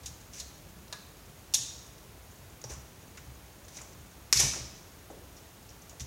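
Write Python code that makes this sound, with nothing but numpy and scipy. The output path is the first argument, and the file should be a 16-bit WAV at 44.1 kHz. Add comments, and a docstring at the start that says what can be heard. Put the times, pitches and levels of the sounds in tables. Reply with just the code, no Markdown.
"""Wire cutting inside an opened monitor

Hand cutters snip wire inside an opened monitor on a workshop bench, an arm's length from a small camera.
Each contact is a spray of tiny cracks lasting milliseconds, shaped by the broad resonances of the case.
Dull knocks, a faint ping and dragged wires join in; firm contacts thump the bench in two low modes.
A hard-walled room answers with a bright tail, over microphone hiss and a low building rumble."""
import sys
import numpy as np
from scipy import signal
from scipy.fft import rfft, irfft, next_fast_len
from scipy.io import wavfile

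SR = 44100
rng = np.random.default_rng(int(sys.argv[2]) if len(sys.argv) > 2 else 0)


def transcribe(u):
    """Save the signal u as a 16-bit wav file named by the first command-line argument.

    u: samples, shape (n,) or (channels, n), limited to [-1, 1]; the rate is SR.
    q: integer samples, one column per channel.
    """
    v = np.clip(np.atleast_2d(u).T, -1, 1)
    q = np.round(v * 32767).astype(np.int16)
    wavfile.write(sys.argv[1], SR, q)


def makeup_ratio(level_db):
    """Linear amplitude ratio for a level in decibels (20 dB per factor of ten)."""
    decades = np.asarray(level_db, float) / 20
    return 10 ** decades


N = 267246  # length in samples
TIME = np.arange(N) / SR  # seconds

# Contacts of jaws and wire ends. Each row: start in seconds, peak of the direct sound in dB,
# crack centre in Hz, lower ring in dB relative to the crack, length of the spray in ms.
CONTACTS = [(0.034, -42, 5900, 3, 26), (0.0593, -29, 6500, -2.5, 18), (0.335, -37, 6100, -6, 14),
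            (0.3995, -28, 6500, -14, 13), (0.401, -28.5, 4200, -6, 13), (0.881, -41.5, 4960, -2, 6),
            (0.9267, -22, 4110, -5, 7.5), (0.93, -32.5, 6400, -17, 7.4), (1.527, -44, 5990, -10, 6.3),
            (1.5385, -12.5, 5630, -2, 16), (1.544, -8.5, 6540, -12.5, 7.8), (1.5512, -16.5, 3700, -9, 3.7),
            (1.982, -46, 5700, 1, 7), (2.6163, -37, 6500, -9, 4.6), (2.64, -28.5, 5830, -14, 10.6),
            (2.698, -41, 6000, -16, 11), (2.705, -44, 8800, -20, 28), (2.719, -37, 6800, -14, 11),
            (2.737, -36, 6600, -13, 7.9), (3.173, -37.5, 6070, -5, 14), (3.682, -41.5, 6130, -1, 15),
            (3.770, -34, 6300, -14, 10), (3.786, -42, 6050, -1, 6), (3.815, -37, 7200, -12, 6.7),
            (3.93, -52, 6000, -13, 11), (4.327, -4, 5180, -8, 2.8), (4.332, -9, 6000, -22, 6.2),
            (4.3717, -15, 5200, -17, 6), (4.3986, -9, 5660, -4, 7), (4.4039, -10, 6400, -13, 5),
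            (4.410, -23, 6130, -15, 4.2), (4.463, -25, 5770, -2, 5.6), (5.367, -45, 5700, -4, 18),
            (5.691, -46.5, 5500, -22, 17), (5.73, -52, 5500, -18, 12), (5.819, -44.5, 6200, -14, 9.8),
            (5.896, -35, 6700, -8.5, 12), (5.998, -28.5, 6200, -5, 15), (6.005, -30.5, 6200, -6, 19)]
# Dull knocks on the plastic case. Each row: start in seconds, peak of the direct sound in dB,
# centre in Hz, length of the spray in ms.
CASE_KNOCKS = [(0.926, -39.5, 710, 15), (0.926, -37, 1370, 17), (1.54, -41.5, 840, 17),
               (2.642, -36.5, 700, 10), (2.699, -42.5, 434, 27), (2.711, -42, 1250, 33),
               (3.175, -41, 1900, 12), (3.684, -45.5, 1910, 10), (3.77, -45.5, 780, 20),
               (3.787, -40, 2130, 13), (3.81, -43, 900, 22), (4.325, -33, 350, 10), (4.327, -19, 1840, 5.4),
               (4.397, -34, 520, 41), (4.405, -33, 1010, 63), (4.441, -39, 220, 23), (4.46, -50, 635, 6.5),
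               (4.537, -31.5, 1470, 13), (4.56, -36.5, 497, 14), (5.101, -37.5, 423, 6.3),
               (5.928, -47, 600, 16), (6.002, -42, 2720, 12), (6.01, -45, 205, 8.9)]
# Cut wire ends that ping. Each row: start in seconds, tone in Hz, starting level in dB, t60 in seconds.
WIRE_PINGS = [(0.93, 1675, -46, 0.25)]
# Broad resonances of case and microphone. Each row: centre in Hz, half-width in octaves, weight in dB.
CASE_RESONANCES = [(1770, 0.11, -4.5), (2646, 0.41, -7), (3190, 0.3, -8), (3700, 0.096, -1.5),
                   (4200, 0.18, -3), (5075, 0.14, -2), (5700, 0.055, 1.5), (6140, 0.049, -2.5),
                   (6700, 0.086, -1.5), (7380, 0.13, -3), (8790, 0.1, -6.5), (10170, 0.24, -0.5),
                   (12900, 0.15, -2.5)]
# Wires dragged over the case. Each row: loudest moment in seconds, level of the main shade in dB,
# build-up in dB per second, dying away in dB per second.
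WIRE_DRAGS = [(0.399, -46.5, 110, 500), (2.7, -47, 1500, 232), (3.773, -48, 258, 500),
              (3.85, -63, 300, 200), (4.337, -37, 4000, 600), (4.406, -26.5, 168, 138)]
# Pushes that reach the bench top. Each row: start in seconds, level of the lower mode in dB,
# upper mode in dB relative to the lower.
BENCH_PUSHES = [(0.032, -41.5, -7), (0.101, -42, -4), (0.408, -47, -11), (1.59, -59.5, 20),
                (2.647, -47.5, 9.5), (2.711, -41.5, -12), (2.767, -46, 3), (3.268, -42.5, -2.5),
                (3.786, -58, 9), (4.355, -35, 2), (4.385, -46.5, 11), (4.432, -40.5, 13.5),
                (4.453, -32.5, 5), (4.6, -39.5, 1.5), (6.005, -36.5, -3)]
# The two lowest bench modes. Each row: frequency in Hz, t60 in seconds.
BENCH_MODES = [(66, 0.47), (122, 0.255)]
# Reverberation time of the room. Each row: frequency in Hz, t60 in seconds.
REVERBERATION = [(150, 0.99), (700, 0.96), (2000, 0.73), (3700, 0.83), (4700, 0.76), (6200, 0.71),
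                 (8000, 0.6), (11000, 0.47), (15000, 0.21)]
# Spectral shape of the microphone hiss. Each row: frequency in Hz, relative level in dB.
HISS_SHAPE = [(120, -55), (200, -18), (219, -9.5), (289, -4), (353, -5), (473, -7), (635, -8), (735, -9),
              (1560, -13.5), (7270, -21), (16000, -20.5)]
# Spectral shape of the building rumble. Each row: frequency in Hz, relative level in dB.
RUMBLE_SHAPE = [(12, -63), (20, -35), (27, -59), (30, -24), (40, -5), (59, 0.5), (97, -3.5), (188, -8.5),
                (223, -12.5), (250, -16), (320, -35), (550, -120)]

CRACK_HZ = np.geomspace(200, 20000, 240)  # frequencies at which a crack spectrum is drawn


def clicks():
    """Impact excitation: every contact is a short burst filtered by the resonances it wakes.
    Row one is the direct sound; row two is what the walls receive, one blow a contact."""
    out = np.zeros((2, N))
    for start, peak_db, centre_hz, lower_db, ms in CONTACTS:
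        # a broad contact that wakes the lower ring has more top edge, and so has a harder one
        top_db = -6 + 0.61 * lower_db + 0.35 * peak_db
        snap = colour(burst(ms), crack(centre_hz, lower_db, top_db))
        add(out, start, peak(snap, peak_db))
    return out


def crack(centre_hz, lower_db, top_db):
    """Source-filter principle: where a contact lands decides which case resonances it wakes.
    Returns (Hz, dB) points."""
    case = sum(makeup_ratio(2 * db) * hump(CRACK_HZ, hz, octaves) for hz, octaves, db in CASE_RESONANCES)
    lower = hump(CRACK_HZ, 3770, 0.98)
    top = hump(CRACK_HZ, 9100, 1.0)
    # the struck part rings loudest at its own pitch, by a narrow hump weighted 4 dB
    spot = hump(CRACK_HZ, centre_hz, 0.29) + makeup_ratio(2 * 4) * hump(CRACK_HZ, centre_hz, 0.045)
    reach = spot + makeup_ratio(2 * lower_db) * lower + makeup_ratio(2 * top_db) * top
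    return np.transpose([CRACK_HZ, 10 * np.log10(case * reach + 1e-7)])


def hump(hz, centre_hz, octaves):
    """A broad resonance is a bell of power on a log-frequency axis, down to 1/e at the half-width."""
    return np.exp(-(np.log2(hz / centre_hz) / octaves) ** 2)


def burst(ms):
    """Fracture noise: a sharp first crack, then a spray of smaller ones that thins out.
    Row two holds the spray's energy as one blow."""
    t = np.arange(4096) / SR
    spray = grains(len(t), scatter_db=1.5) * np.exp(-(t * 1000 / ms) ** 1.2)
    spray[0] = 2.32 * np.abs(spray).max()
    blow = np.sqrt(np.sum(spray ** 2)) * (t == 0)
    return np.array([spray, blow])


def grains(count, scatter_db):
    """Superposed micro-cracks: dense noise whose grain size is uneven but bounded."""
    size = np.minimum(rng.exponential(size=count), 6)
    return rng.standard_normal(count) * makeup_ratio(scatter_db * size)


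def knocks():
    """Band-limited impact: a dull knock on plastic is a burst kept to about an octave.
    Rows as in clicks()."""
    out = np.zeros((2, N))
    for start, peak_db, centre_hz, ms in CASE_KNOCKS:
        knock = band(burst(ms), centre_hz / 1.65, centre_hz * 1.42)
        add(out, start, peak(knock, peak_db))
    return out


def pings():
    """Free vibration: a cut wire end rings as one exponentially damped sine."""
    out = np.zeros(N)
    t = np.arange(SR // 2) / SR
    for start, hz, level_db, t60 in WIRE_PINGS:
        add(out, start, makeup_ratio(level_db) * np.sin(2 * np.pi * hz * t) * 1000 ** (-t / t60))
    return out


def shade(centre_hz, lower_db, top_db):
    """Filtered noise: endless grains, coloured as one kind of contact and scaled to rms 1."""
    return unit(colour(grains(N, scatter_db=3.6), crack(centre_hz, lower_db, top_db)))


def drags():
    """Friction noise: loose wire ends chatter over the case, rising and dying away linearly in dB."""
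    longest_s, low_db, top_db = 0.07, -5, -9  # longest build-up; low and top shades relative to the main
    effort = np.zeros(N)
    for loudest, level_db, rise, fall in WIRE_DRAGS:
        slope = np.where(TIME < loudest, rise, fall)
        swell = makeup_ratio(level_db - slope * abs(TIME - loudest))
        effort += swell * (TIME > loudest - longest_s)
    main, low, top = shade(6040, -34, -32), shade(2270, -7.0, -37), shade(7800, -48, -12)
    return effort * (main + makeup_ratio(low_db) * low + makeup_ratio(top_db) * top)


def rustle():
    """Modulated noise: a faint rustle comes and goes all the time, its level in dB wandering at random."""
    flicker = unit(band(rng.standard_normal(N), 0.58, 35))
    return makeup_ratio(-69 + 3.5 * flicker) * shade(6500, -47, -39)


def bench():
    """Modal synthesis: soft pushes ring the two lowest modes of the bench as damped sines."""
    out = np.zeros(N)
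    t = np.arange(SR // 2) / SR
    onset = np.sin(np.pi / 2 * np.minimum(t / 0.0054, 1)) ** 2  # a push takes 5.4 ms to arrive
    low, high = (np.sin(2 * np.pi * hz * t) * 1000 ** (-t / t60) for hz, t60 in BENCH_MODES)
    for start, level_db, upper_db in BENCH_PUSHES:
        add(out, start, makeup_ratio(level_db) * (low + makeup_ratio(upper_db) * high) * onset)
    return out


def room(x):
    """Statistical reverberation: dense reflections, each third of an octave dying at its own rate."""
    level_db, gap_s = -7.5, 0.0015  # energy of the tail; silence before it
    t = np.arange(SR) / SR
    hz, t60 = np.transpose(REVERBERATION)
    tail = np.zeros(SR)
    for centre in 100 * 2 ** np.arange(0, 7.5, 1 / 3):
        decay_s = np.interp(np.log(centre), np.log(hz), t60)
        reflections = band(rng.standard_normal(SR), centre / 1.122, centre * 1.122)
        tail += reflections * np.exp(-np.log(1000) * t / decay_s)
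    tail *= np.clip(t / gap_s - 1, 0, 1)  # fades in over one more gap
    tail /= np.sqrt(np.sum(tail ** 2))
    return makeup_ratio(level_db) * signal.fftconvolve(x, tail)[:N]


def hiss():
    """Stationary noise: the microphone hisses smoothly with a fixed spectrum."""
    return makeup_ratio(-54.5) * unit(colour(rng.standard_normal(N), HISS_SHAPE))


def rumble():
    """Slowly modulated low noise: the building rumbles and swells a little."""
    swell = unit(band(rng.standard_normal(N), 0.087, 2.7))
    return makeup_ratio(-54 + 0.77 * swell) * unit(colour(rng.standard_normal(N), RUMBLE_SHAPE))


def colour(x, points):
    """Minimum-phase filtering: (Hz, dB) points shape the spectrum causally, with phase from the cepstrum."""
    size = next_fast_len(x.shape[-1] + 1024) // 2 * 2
    hz, db = np.transpose(points)
    log_hz = np.log(np.arange(size // 2 + 1) * SR / size + 1)
    gain = makeup_ratio(np.interp(log_hz, np.log(hz), db))
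    cepstrum = irfft(np.log(gain), size)
    # fold the negative-time half onto the positive one
    cepstrum[1:size // 2] *= 2
    cepstrum[size // 2 + 1:] = 0
    response = np.exp(rfft(cepstrum))
    return irfft(rfft(x, size) * response, size)[..., :x.shape[-1]]


def band(x, lo_hz, hi_hz):
    """Causal band-pass filtering with a maximally flat passband."""
    sos = signal.butter(2, [lo_hz, hi_hz], "bandpass", fs=SR, output="sos")
    return signal.sosfilt(sos, x)


def unit(x):
    """Power normalisation: scale to rms 1."""
    return x / np.sqrt(np.mean(x ** 2))


def peak(x, db):
    """Peak normalisation: scale all rows so that the first one peaks at this level."""
    return x * makeup_ratio(db) / np.abs(x[0]).max()


def add(track, start, x):
    """Linear superposition: mix a short sound in at a time in seconds."""
    i = int(start * SR)
    track[..., i:i + x.shape[-1]] += x[..., :N - i]


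def scene():
    """Superposition: impacts and friction excite the room; bench and background lie under them."""
    near, blows = clicks() + knocks()
    friction = drags() + rustle()
    direct = near + pings() + friction
    mix = direct + room(blows + friction) + bench() + hiss() + rumble()
    return mix[None]


def band_limit(x):
    """A steep low-pass at the top of the band."""
    return signal.sosfilt(signal.butter(12, 16640, fs=SR, output="sos"), x)


def record(dry):
    """Band limiting: the microphone drops the deepest bass; a steep filter at 15.9 kHz bounds the band."""
    bass_cut = signal.butter(2, 40, "highpass", fs=SR, output="sos")
    top_cut = signal.ellip(10, 0.2, 80, 15900, fs=SR, output="sos")  # 0.2 dB ripple, 80 dB rejection
    finished = signal.sosfilt(top_cut, signal.sosfilt(bass_cut, dry))
    return band_limit(finished)


dry = scene()
out = record(dry)
transcribe(out)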